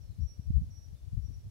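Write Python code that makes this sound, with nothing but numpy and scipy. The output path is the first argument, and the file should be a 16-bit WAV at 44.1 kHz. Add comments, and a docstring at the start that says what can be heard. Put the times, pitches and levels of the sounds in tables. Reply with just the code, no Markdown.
"""A lawn at the edge of a pine wood. A small bird on the right gives three thin, level whistles,
nearly pure tones that linger by reflection among the trunks; fainter notes come from other birds.
Light wind buffets the two microphone ports, and its fluctuating pressure is heard as low thumps.
Beneath it all lies a soft, steady hiss of broadband noise."""
import sys
import numpy as np
from scipy import signal
from scipy.fft import rfft, irfft
from scipy.io import wavfile
from scipy.ndimage import uniform_filter1d

SR = 44100
rng = np.random.default_rng(int(sys.argv[2]) if len(sys.argv) > 2 else 0)


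def store_pcm(level_fs):
    """Save levels as 16-bit WAV."""
    pcm = np.round(np.clip(level_fs, -1, 1) * 32767).astype(np.int16)
    wavfile.write(sys.argv[1], SR, np.atleast_2d(pcm).T)


N = 66150
T = np.arange(N) / SR

# Spectrum of distant trees and hiss. Each row: frequency in Hz, relative spectral density in dB.
HISS_SPECTRUM = [(100, -2.5), (250, 1.5), (400, -2), (600, -6), (1000, -13.5), (1600, -16), (2800, -16.5),
                 (4200, -14.5), (5500, -14), (7700, -19.5), (12400, -18.5), (14500, -27), (15500, -24.5)]
# Spectrum of wind on a port. Each row: frequency in Hz, relative spectral density in dB.
RUMBLE_SPECTRUM = [(25, -53), (40, -8), (55, -1.5), (75, 5), (110, -5.5), (160, -19), (230, -32),
                   (320, -46.5), (500, -65), (900, -80)]
# Wind buffets. Each row: centre time in seconds, half width in seconds, level in dB,
# left minus right in dB, centre of the rumble in Hz.
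EDDIES = [(0.033, 0.028, -40, 13.5, 62), (0.104, 0.016, -35.5, 31, 87.7), (0.198, 0.013, -33, 23, 106),
          (0.238, 0.018, -23.5, 26, 65.8), (0.313, 0.016, -43.5, 0, 56), (0.397, 0.0068, -31, 9, 87.5),
          (0.488, 0.019, -28.5, 14, 64.2), (.540, .014, -26.5, 7.5, 75), (.572, 0.018, -19, 23.5, 71),
          (0.628, 0.011, -27, -24, 95.5), (.670, 0.017, -40.5, -2, 56), (0.712, 0.052, -42.5, 14.5, 88),
          (0.773, 0.014, -44.5, 14, 80), (0.892, 0.033, -43, 9, 75), (.940, 0.017, -38, 17, 77.8),
          (1.038, 0.0066, -31.5, 7.5, 59.5), (1.078, 0.0082, -36, 11, 87), (1.14, 0.012, -28, 7.5, 76),
          (1.186, 0.013, -26, 25, 66), (1.245, 0.016, -29.5, 41, 62.2), (1.298, .010, -33, 26, 125),
          (1.322, 0.014, -36.5, 18, 62), (1.382, 0.021, -39.5, 9.5, 75), (1.466, 0.014, -34.5, -2.5, 77.7)]
# Sudden kicks on a port. Each row: centre time in seconds, half width in seconds,
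# peak before filtering in dB, left minus right in dB.
PRESSURE_KICKS = [(.235, 0.0062, -19.5, 23), (.395, 0.0043, -29.5, 17), (.506, 0.0039, -15.5, -24),
                  (.568, 0.0053, -19.5, 22), (.630, 0.0038, -31.5, -14), (1.134, 0.0039, -31.5, 16),
                  (1.179, 0.0051, -20, 22), (1.299, 0.0042, -30.5, 20)]
# Notes of birds farther off. Each row: start in seconds, length in seconds, first and last pitch in Hz,
# level in dB, left minus right in dB, echo relative to the note in dB.
DISTANT_NOTES = [(.008, 0.036, 5680, 5530, -68.5, -17, -11), (0.035, .052, 5690, 5310, -73, -18, -20),
                 (0.053, 0.08, 4210, 4090, -78.5, -9, -6), (0.104, 0.054, 3960, 3804, -82.5, -2, -11),
                 (0.941, 0.076, 3563, 3565, -78, 9, -7)]
# The small bird's whistles. Each row: start in seconds, pitch in Hz, depth of the opening scoop in Hz.
WHISTLE_NOTES = [(.200, 5680, 140), (.695, 5733, 10), (1.215, 5678, 5)]
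# The bird's effort, one list per whistle. Each row: time in seconds, relative level in dB.
WHISTLE_ENVELOPES = [
    [(.200, -67), (.212, -64.5), (.240, -63.5), (.258, -70.5), (.280, -58), (.310, -55.5), (.345, -63.5),
     (.395, -75)],
    [(.693, -78), (.708, -63.5), (.742, -62.5), (.782, -59), (.812, -71.5), (.840, -65), (.895, -67)],
    [(1.215, -72), (1.245, -68), (1.272, -61), (1.308, -77.5), (1.345, -61), (1.380, -73), (1.425, -70)],
]

HISS_DB, HISS_COHERENCE = -68.5, 0.069   # coherence: the share of power common to both sides
BREEZE_LEFT_DB, BREEZE_RIGHT_DB, BREEZE_SWING_DB = -50, -57, 3
RUMBLE_PEAK_HZ, PORT_BAND_HZ = 75, [38, 710]
WOOD_T60_S, FIRST_ECHO_S, ECHO_FLUTTER_DB = 1.3, .02, 4.5
SCOOP_S, SAG_HZ, EDGE_S = 0.039, 25.8, .008   # edge: the onset and release of a whistle
WHISTLE_GAIN_DB, WHISTLE_PAN_DB = -2, -17.5
WHISTLE_ECHO_DB, ECHO_PAN_DB = -8, -15


def from_db(db):
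    """Amplitude ratio: tenfold for every 20 dB."""
    return 10 ** (np.asarray(db) / 20)


def rms_one(x):
    """Normalisation of each channel to rms 1."""
    return x / np.sqrt(np.mean(x ** 2, axis=-1, keepdims=True) + 1e-20)


def pan(db):
    """Constant-power panning: two gains for a level difference, left minus right."""
    gains = from_db([[db / 2], [-db / 2]])
    return gains / np.sqrt(np.sum(gains ** 2))


def coloured(spectrum, shift=1, channels=2):
    """Spectral shaping of independent white noises, rms 1; shift multiplies the frequencies."""
    hz, db = np.transpose(spectrum)
    bins = np.maximum(np.fft.rfftfreq(N, 1 / SR), 1)
    gain = from_db(np.interp(np.log(bins), np.log(hz * shift), db))
    return rms_one(irfft(rfft(rng.standard_normal((channels, N))) * gain, N))


def drift(rate_hz):
    """Random modulation: two independent low-passed noises, rms 1."""
    pole = np.exp(-2 * np.pi * rate_hz / SR)
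    noise = rng.standard_normal((2, 2 * N))
    return rms_one(signal.lfilter([1], [1, -2 * pole, pole * pole], noise)[:, N:])


def hiss():
    """Partial coherence: each side has its own steady noise and a little of a shared one."""
    left, right, shared = coloured(HISS_SPECTRUM, channels=3)
    separate = np.sqrt(1 - HISS_COHERENCE) * np.array([left, right])
    return from_db(HISS_DB) * (separate + np.sqrt(HISS_COHERENCE) * shared)


def swirl(peak_hz, span_s=.019):
    """Turbulence as low noise of rms 1; division by its smoothed envelope evens out chance swells."""
    rumble = coloured(RUMBLE_SPECTRUM, shift=peak_hz / RUMBLE_PEAK_HZ)
    power = np.abs(signal.hilbert(rumble)) ** 2
    mean_power = uniform_filter1d(power, int(span_s * SR), axis=-1)
    return rms_one(rumble / np.sqrt(mean_power + 1e-6))


def wind():
    """Turbulent pressure is local, so eddies and sudden kicks strike mostly one port at a time."""
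    breeze_db = [[BREEZE_LEFT_DB], [BREEZE_RIGHT_DB]] + BREEZE_SWING_DB * drift(rate_hz=9.3)
    pressure = from_db(breeze_db) * swirl(RUMBLE_PEAK_HZ)
    for centre, width, db, pan_db, hz in EDDIES:
        swell = from_db(db) * np.exp(-.5 * ((T - centre) / width) ** 2)
        pressure += pan(pan_db) * swell * swirl(hz)
    for centre, width, db, pan_db in PRESSURE_KICKS:
        offset = (T - centre) / width
        kick = (1 - 3 * offset ** 2) / (1 + offset ** 2) ** 3   # a peak between two shallow troughs
        pressure += pan(pan_db) * from_db(db) * rng.choice([-1, 1]) * kick
    port_response = signal.butter(3, PORT_BAND_HZ, "band", fs=SR, output="sos")
    return signal.sosfiltfilt(port_response, pressure)


def trunk_echoes(source, count=500):
    """Reverberation: many weak reflections, different for each side, flutter and decay exponentially."""
    delay = rng.random((2, count))   # seconds after FIRST_ECHO_S
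    decay = from_db(-60 * delay / WOOD_T60_S)
    strength = rms_one(rng.standard_normal((2, count)) * decay) / np.sqrt(count)
    response = np.zeros((2, N))
    for side in (0, 1):
        response[side, ((FIRST_ECHO_S + delay[side]) * SR).astype(int)] = strength[side]
    flutter = from_db(ECHO_FLUTTER_DB * drift(rate_hz=120))
    return flutter * signal.fftconvolve(source[None], response, axes=1)[:, :N]


def tone(hz):
    """A sine of rms 1 whose phase is the integral of its frequency."""
    return np.sqrt(2) * np.sin(2 * np.pi * np.cumsum(hz) / SR)


def distant_birds(waver_hz=22.7):
    """Frequency modulation: short wavering glides, arriving directly and by reflection."""
    direct, into_wood = np.zeros((2, N)), np.zeros(N)
    waver = waver_hz * drift(rate_hz=68)[0]
    for start, length, first_hz, last_hz, db, pan_db, echo_db in DISTANT_NOTES:
        progress = np.clip((T - start) / length, 0, 1)
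        pitch = first_hz + (last_hz - first_hz) * progress + waver
        note = from_db(db) * np.sqrt(np.abs(np.sin(np.pi * progress))) * tone(pitch)
        direct += pan(pan_db) * note
        into_wood += from_db(echo_db) * note
    return direct + trunk_echoes(into_wood)


def whistling_bird(waver_hz=6, flutter_db=.5):
    """Modulated pure tones and their echo: pitch scoops up, holds and sags; amplitude follows effort."""
    voice = np.zeros(N)
    for (start, hz, scoop_hz), envelope in zip(WHISTLE_NOTES, WHISTLE_ENVELOPES):
        times, effort_db = np.transpose(envelope)
        length = times[-1] - start
        age = np.clip(T - start, 0, length)
        waver, flutter = drift(rate_hz=100)
        scoop = scoop_hz * np.exp(-age / SCOOP_S)
        sag = SAG_HZ * (age / length) ** 4
        gate = np.minimum(np.minimum(age, length - age) / EDGE_S, 1)
        level_db = WHISTLE_GAIN_DB + np.interp(T, times, effort_db) + flutter_db * flutter
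        voice += gate * from_db(level_db) * tone(hz - scoop - sag + waver_hz * waver)
    echo = from_db(WHISTLE_ECHO_DB) * pan(ECHO_PAN_DB) * trunk_echoes(voice)
    return pan(WHISTLE_PAN_DB) * voice + echo


def scene():
    """Superposition: the pressures of birds, wind and hiss add."""
    return whistling_bird() + distant_birds() + wind() + hiss()


def record(dry, cutoff_hz=15700):
    """Band limiting: a steep low-pass filter removes the highest treble."""
    return signal.sosfilt(signal.ellip(10, .1, 70, cutoff_hz, fs=SR, output="sos"), dry)


dry = scene()
out = record(dry)
store_pcm(out)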